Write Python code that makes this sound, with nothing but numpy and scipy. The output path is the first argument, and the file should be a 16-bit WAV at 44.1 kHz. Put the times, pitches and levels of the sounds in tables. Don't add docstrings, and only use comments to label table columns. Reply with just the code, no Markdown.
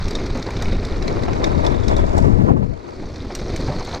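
import sys
import numpy as np
from scipy import signal
from scipy.fft import rfft, irfft
from scipy.io import wavfile

SR = 44100
rng = np.random.default_rng(int(sys.argv[2]) if len(sys.argv) > 2 else 0)


def master_out(mix):
    frames = np.transpose(np.atleast_2d(mix))
    ceiling = np.clip(frames, -1, 1)
    pcm = np.round(ceiling * 32767).astype(np.int16)
    wavfile.write(sys.argv[1], SR, pcm)


N = 176400
T, HZ = np.arange(N) / SR, np.fft.rfftfreq(N, 1 / SR)

# (t/s, level/dB)
RUMBLE_LEVEL = [(0.0, -18.5), (0.13, -28), (0.36, -24.5), (0.47, -32), (0.62, -17.5), (1.09, -27.5),
                (1.34, -23.5), (1.53, -31), (1.62, -24), (1.75, -36), (1.96, -21), (2.28, -26.5),
                (2.34, -40), (2.59, -33), (2.84, -52), (2.99, -29.5), (3.06, -34), (3.28, -31),
                (3.35, -36.5), (3.46, -26.5), (3.72, -25.5), (3.99, -36)]
# (t/s, level/dB)
DRONE_LEVEL = [(0, -37.5), (.12, -27.5), (.5, -30.5), (.66, -29), (1.0, -28), (1.4, -29), (2.4, -40.5),
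               (2.8, -49), (2.93, -40), (2.98, -34.5), (3.35, -34), (3.6, -25), (3.7, -30), (3.8, -32.5),
               (4, -32)]
# (t/s, roar/dB, hiss/dB)
ROLL_LEVELS = [(0, -33.5, -44), (.7, -33.5, -44), (1.2, -34, -47), (1.75, -36, -49), (2.15, -37.5, -57.5),
               (2.5, -49, -59), (2.52, -52, -65), (2.75, -46, -60.5), (3.0, -42.5, -51), (3.3, -39, -47.5),
               (3.55, -34.5, -42.5), (3.7, -34.5, -42), (3.78, -37.5, -43.5), (3.95, -32, -40),
               (4, -41, -51)]
# (t/s, f/Hz, level/dB)
HISS_RING = [(0, 3820, -12), (1.0, 3800, -12), (1.3, 3830, -6.5), (2.0, 3510, 5), (2.2, 3600, -6),
             (2.57, 4350, -16), (2.64, 4300, 0.5), (2.9, 4400, -6), (3.3, 4230, -14), (3.7, 4330, -6)]
# (f/Hz, level/dB)
RUMBLE_SPECTRUM = [(8, -5), (28, 2), (50, -12), (88, -4), (130, -14), (200, -23.5), (500, -54)]
DRONE_SPECTRUM = [(60, 7), (140, -1.5), (230, 3.5), (400, 2.5), (550, -4), (800, -13), (1500, -54)]
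ROAR_SPECTRUM = [(300, -2), (600, -1), (950, -1.5), (1250, -1.5), (1550, -5), (1800, -6.5), (2100, -5),
                 (2400, -6.5), (2650, -13.5), (3200, -17), (5000, -61)]
HISS_SPECTRUM = [(2000, -17), (2600, -43), (3100, -8), (3450, -3.5), (3800, 0.5), (4150, 1.5), (4650, 1),
                 (5350, -5.5), (5850, -5.5), (7000, -13), (8500, -17.5), (10000, -26), (11500, -32),
                 (12500, -27.5), (14500, -39), (15500, -56)]

# (t/s, level/dB, ring f/Hz, body/dB, top/dB)
TICK_HITS = [(0.0409, -28.5, 4230, -22, -25), (0.081, -24, 5510, -11, -12), (0.1072, -22, 4680, -16, -15),
             (0.1512, -17, 3690, -20, -26), (0.261, -25, 4700, -3.5, -19), (0.372, -28.5, 4000, -9, -14),
             (0.4247, -24, 3670, -15, -24), (0.5043, -28, 3870, 1.5, -13), (0.6218, -20.5, 3840, -8, -12),
             (0.727, -29.5, 3740, -2.5, -19), (0.849, -24.5, 3600, -12, -15), (1.0235, -25, 5540, -7, -21),
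             (1.078, -18, 4160, -8, -34), (1.2327, -22.5, 4030, -10, -24), (1.3305, -26, 3850, -0.5, -37),
             (1.4408, -13, 3673, -9, -26), (1.6475, -23.5, 5130, -1, -25), (1.664, -16, 3490, -18, -24),
             (1.881, -18, 3780, -11, -19), (1.9643, -22, 3750, -13, -15), (2.1797, -24, 5980, -13, -5.5),
             (3.158, -30, 4200, -7.5, -32), (3.3497, -18.5, 5790, -10.5, -8),
             (3.5605, -22, 6220, -8.5, -9.5), (3.604, -37, 4600, -23, -5), (3.847, -27, 4500, -19, -14)]
# (f/Hz, level/dB)
CRACK_SPECTRUM = [(2500, -32), (3100, -8.5), (3700, 7), (4600, 2.5), (5200, 5), (5900, 1), (7400, -8),
                  (9000, -24), (11000, -25)]
BODY_SPECTRUM = [(300, -1), (900, -12.5), (1800, -1.5), (2350, 0), (2800, -17)]
TOP_SPECTRUM = [(3000, -44), (6500, 3), (8200, 1), (9500, -7), (11000, -20), (12700, -7), (14500, -21)]
# (t/s, level/dB, ring f/Hz, decay/s)
KNOCK_HITS = [(.35, -20.5, 558, 0.02), (.474, -19, 520, 0.016), (.486, -18.5, 890, .009),
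              (.625, -14.5, 700, 0.0089), (1.078, -20, 500, 0.0094), (1.281, -11.5, 670, 0.011),
              (1.414, -16, 580, 0.0078), (1.527, -17.5, 615, 0.0061), (3.028, -25, 712, 0.012),
              (3.3, -19, 573, 0.014), (3.589, -33, 440, .014), (3.682, -20.5, 780, 0.028),
              (3.715, -20.5, 612, 0.03), (3.805, -19.5, 493, 0.022), (3.877, -13, 520, 0.0046),
              (3.933, -14.5, 943, 0.0095), (3.957, -19, 823, 0.015)]
# (t/s, length/s, level/dB)
THUD_SWELLS = [(.585, .025, -32), (3.586, 0.027, -21), (3.675, 0.058, -20.5)]
# (f/Hz, level/dB)
KNOCK_SPECTRUM = [(150, -36), (400, -9), (650, 5.5), (950, 5.5), (1400, -8), (2200, -8.5), (3000, -20),
                  (6000, -56)]
THUD_SPECTRUM = [(40, -20), (90, 10.5), (200, -1.5), (350, -10.5), (600, -4), (1000, -54)]
# (t/s, level/dB)
RATTLE_BOUNCES = [(.657, -24.5), (0.684, -30), (0.697, -31.5), (.705, -39), (0.734, -32), (0.753, -33)]
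# (f/Hz, level/dB, t60/s)
RATTLE_MODES = [(2230, -2.5, 0.035), (2480, -6, 0.022), (2880, -8.5, .02), (3700, -5.5, 0.021)]

# (t/s, share/0-1)
STEREO_SHARE = [(.83, 0), (1.0, 0.99), (2.85, 1), (3.05, 0.51), (3.3, 0.17), (4, 0.04)]
# (t/s, thump/dB, buffet/dB, rush/dB)
GUST_LEVELS = [(1.0, -32, -39, -38.5), (1.06, -29.5, -30.5, -29.5), (1.4, -25, -27, -26),
               (1.72, -19, -25, -20.5), (1.8, -20.5, -23.5, -32), (1.92, -22, -26, -20.5),
               (2.05, -17, -24, -25), (2.11, -24, -29, -25), (2.17, -25, -20.5, -24),
               (2.28, -17.5, -17, -26.5), (2.44, -17.5, -18, -25), (2.54, -23, -17, -30.5),
               (2.7, -25.5, -27, -38.5), (2.78, -37, -45, -41), (2.87, -55, -47, -34.5),
               (2.97, -43, -42, -42)]
# (t/s, length/s, slap/dB, buffet/dB)
EDDY_SLAPS = [(1.56, 0.028, -32, -10), (2.164, 0.031, -17, -30), (2.232, 0.057, -28, -18),
              (2.291, .035, -27, -14), (2.408, 0.012, -32, -14.5), (2.475, 0.034, -15.5, -17),
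              (2.5, 0.027, -23, -7), (2.558, 0.028, -26, -14)]
# (t/s, level/dB)
FIZZ_LEVEL = [(1.0, -53.5), (1.7, -52), (2.16, -47), (2.19, -43.5), (2.26, -51), (2.38, -55.5),
              (2.5, -60.5), (2.52, -67), (2.9, -59)]
# (f/Hz, level/dB)
THUMP_SPECTRUM = [(10, -15), (28, -2.5), (60, 0), (105, -0.5), (160, -21.5), (400, -67)]
BUFFET_SPECTRUM = [(50, -13), (110, 4.5), (200, 2.5), (320, -2.5), (480, -8.5), (900, -37)]
RUSH_SPECTRUM = [(150, -14), (350, 2), (520, -3.5), (660, -1.5), (780, -9.5), (950, -8), (1400, -22.5),
                 (2100, -27.5), (3000, -36), (5000, -42.5), (7000, -50)]
SLAP_SPECTRUM = [(250, -14), (450, -4.5), (700, 10.5), (1000, 3), (1400, -11), (2200, -23.5), (3000, -34),
                 (6000, -42.5)]
FIZZ_SPECTRUM = [(2500, -13), (4500, 3), (7300, -1), (8500, -12), (10000, -15.5), (11500, -31.5)]
# (f/Hz, level/dB)
LEFT_EXCESS = [(40, 36), (150, 23.5), (300, 15), (500, 8.5), (1000, -1), (1700, -4), (3000, -1.5),
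               (8000, -2)]
# (f/Hz, phase/rad)
LEFT_LEAD = [(100, -3), (400, -2.5), (900, -2.5), (1700, -2.5), (3000, -2.3), (8000, -5)]


def amp(db):
    return 10 ** (np.asarray(db) / 20)


def unit(x):
    return x / np.sqrt(np.mean(x ** 2) + 1e-20)


def curve(rows):
    times, *columns = np.transpose(rows)
    return [np.interp(T, times, column) for column in columns]


def read(points, hz):
    f, value = np.transpose(points)
    return np.interp(np.log(hz + 1), np.log(f), value)


def colour(x, points):
    hz = np.fft.rfftfreq(len(x), 1 / SR)
    rolloff = np.maximum(hz / points[-1][0], 1) ** 3
    return unit(irfft(rfft(x) * amp(read(points, hz)) / rolloff, len(x)))


def noise(points, length=N):
    return colour(rng.standard_normal(length), points)


def wander(rate_hz):
    band = (HZ > 2) / np.sqrt(1 + (HZ / rate_hz) ** 4)
    return unit(irfft(rfft(rng.standard_normal(N)) * band, N))


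def flutter(rate_hz, depth_db):
    return unit(amp(depth_db * wander(rate_hz)))


def swells(rows):
    return sum(amp(db) * np.sin(np.pi * np.clip((T - s) / length, 0, 1)) for s, length, db in rows)


def resonate(x, hz, width_hz):
    turn = np.exp(2j * np.pi * np.cumsum(hz) / SR)
    pole = np.exp(-np.pi * width_hz / SR)
    return 2 * (turn * signal.lfilter([1 - pole], [1, -pole], x / turn)).real


def add(mix, s, sound):
    part = mix[..., max(round(s * SR), 0):][..., :sound.shape[-1]]
    part += sound[..., :part.shape[-1]]


def spread(mid, side, width):
    opening = width * curve(STEREO_SHARE)[0]
    return np.array([mid + opening * side, mid - opening * side]) / np.sqrt(1 + opening ** 2)


def rumble():
    return amp(curve(RUMBLE_LEVEL)[0]) * noise(RUMBLE_SPECTRUM) * flutter(rate_hz=103, depth_db=2.5)


def stones(per_s, spread_db=4.5):
    hits = rng.random(N) < per_s / SR
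    sizes = amp(spread_db * np.minimum(rng.exponential(1, N), 4))
    return hits * sizes * rng.choice([-1, 1], N)


def grit(per_s=800, pitches=12, range_hz=(3590, 6420), ring_s=0.00039):
    t = T[:512]
    envelope = t / ring_s * np.exp(-t / ring_s)
    pings = [envelope * np.sin(2 * np.pi * hz * t) / hz for hz in np.geomspace(*range_hz, pitches)]
    return unit(sum(np.convolve(stones(per_s / pitches), ping)[:N] for ping in pings))


def wheels():
    roar_db, hiss_db = curve(ROLL_LEVELS)
    ring_hz, ring_db = curve(HISS_RING)
    ring_hz *= 1 + 0.028 * wander(rate_hz=53)
    bumps = flutter(rate_hz=46, depth_db=1.66)
    crunch = stones(per_s=600)
    drone = amp(curve(DRONE_LEVEL)[0] + 2) * noise(DRONE_SPECTRUM) * flutter(rate_hz=14, depth_db=1.5)
    roar = unit(noise(ROAR_SPECTRUM) + amp(-6.5) * colour(crunch, ROAR_SPECTRUM))
    roar = amp(roar_db - 3) * spread(roar, noise(ROAR_SPECTRUM), width=0.16)
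    roar *= flutter(rate_hz=140, depth_db=1.5)
    ring = rng.standard_normal(N) + unit(crunch)
    for _ in range(2):
        ring = resonate(ring, ring_hz, width_hz=290)
    hiss = amp(-2.6) * noise(HISS_SPECTRUM) + amp(-2.5) * grit()
    hiss += amp(ring_db) * unit(ring) * flutter(rate_hz=40, depth_db=2.5)
    hiss = amp(hiss_db) * spread(hiss, noise(HISS_SPECTRUM), width=0.1)
    return bumps * (drone + roar + hiss)


def ticks(rise_s=0.0022, fall_s=0.0032, tail_s=0.032, ring_s=0.0037, clank_ratio=0.487):
    mid_side, t = np.zeros((2, N)), T[:4096]
    rise = np.minimum(t / rise_s, 1)
    age = np.maximum(t - rise_s, 0)
    fall = np.exp(-age / fall_s) + amp(-16.5) * np.exp(-age / tail_s)
    for s, db, ring_hz, body_db, top_db in TICK_HITS:
        tick = np.zeros((2, len(t)))
        for channel in tick:
            crack = noise(CRACK_SPECTRUM, len(t))
            body = amp(body_db + 8.5) * noise(BODY_SPECTRUM, len(t))
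            top = amp(top_db + 3.5) * noise(TOP_SPECTRUM, len(t))
            channel += amp(-10) * fall * (crack + body + top)
        ring_db = -5.5 + 0.75 * (db + 18)
        ring = amp(ring_db) * np.sin(2 * np.pi * ring_hz * t)
        clank = amp(body_db - 5) * np.sin(2 * np.pi * clank_ratio * ring_hz * t)
        tick[0] += (ring + clank) * np.exp(-age / ring_s)
        add(mid_side, s, amp(db) * rise * tick)
    return spread(*mid_side, width=0.53)


def knocks(rise_s=0.0026):
    out, t = np.zeros(N), T[:4096]
    for s, db, ring_hz, fall_s in KNOCK_HITS:
        envelope = np.minimum(t / rise_s, 1) * np.exp(-t / fall_s)
        scuff = amp(-9) * noise(KNOCK_SPECTRUM, len(t))
        ring = amp(-10.5) * np.sin(2 * np.pi * ring_hz * t)
        add(out, s, amp(db) * envelope * (scuff + ring))
    return out


def thuds():
    return swells(THUD_SWELLS) * noise(THUD_SPECTRUM)


def rattle():
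    out, t = np.zeros(N), T[:2048]
    for s, db in RATTLE_BOUNCES:
        for hz, mode_db, t60 in RATTLE_MODES:
            tone = np.sin(2 * np.pi * hz * rng.uniform(0.97, 1.03) * t)
            add(out, s, amp(db + mode_db - 60 * t / t60) * tone)
    return out


def gust():
    thump_db, buffet_db, rush_db = curve(GUST_LEVELS)
    eddies = flutter(rate_hz=28, depth_db=3.0)
    thump = amp(thump_db + 5.5) * noise(THUMP_SPECTRUM)
    buffet = amp(buffet_db + 5) * noise(BUFFET_SPECTRUM)
    rush = amp(rush_db + 4.5) * noise(RUSH_SPECTRUM) * eddies
    starts, lengths, slap_db, slap_buffet_db = np.transpose(EDDY_SLAPS)
    slaps = noise(SLAP_SPECTRUM) * swells(zip(starts, lengths, slap_db))
    slaps += noise(BUFFET_SPECTRUM) * swells(zip(starts, lengths, slap_buffet_db))
    left = thump + buffet + rush + slaps
    left_to_right = amp(-read(LEFT_EXCESS, HZ)) * np.exp(-1j * read(LEFT_LEAD, HZ))
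    right = irfft(rfft(left) * left_to_right, N)
    fizz = np.array([noise(FIZZ_SPECTRUM), noise(FIZZ_SPECTRUM)])
    fizz *= amp(curve(FIZZ_LEVEL)[0]) * flutter(rate_hz=70, depth_db=3.9)
    return (np.array([left, right]) + fizz) * curve(STEREO_SHARE)[0]


def scene():
    return gust() + rumble() + wheels() + ticks() + knocks() + rattle() + thuds()


def record(dry, cutoff_hz=15400):
    limited = dry / (1 + dry ** 8) ** (1 / 8)
    lowpass = signal.firwin(511, cutoff_hz, window=("kaiser", 9), fs=SR)
    return signal.oaconvolve(limited, lowpass[None], "same")


dry = scene()
out = record(dry)
master_out(out)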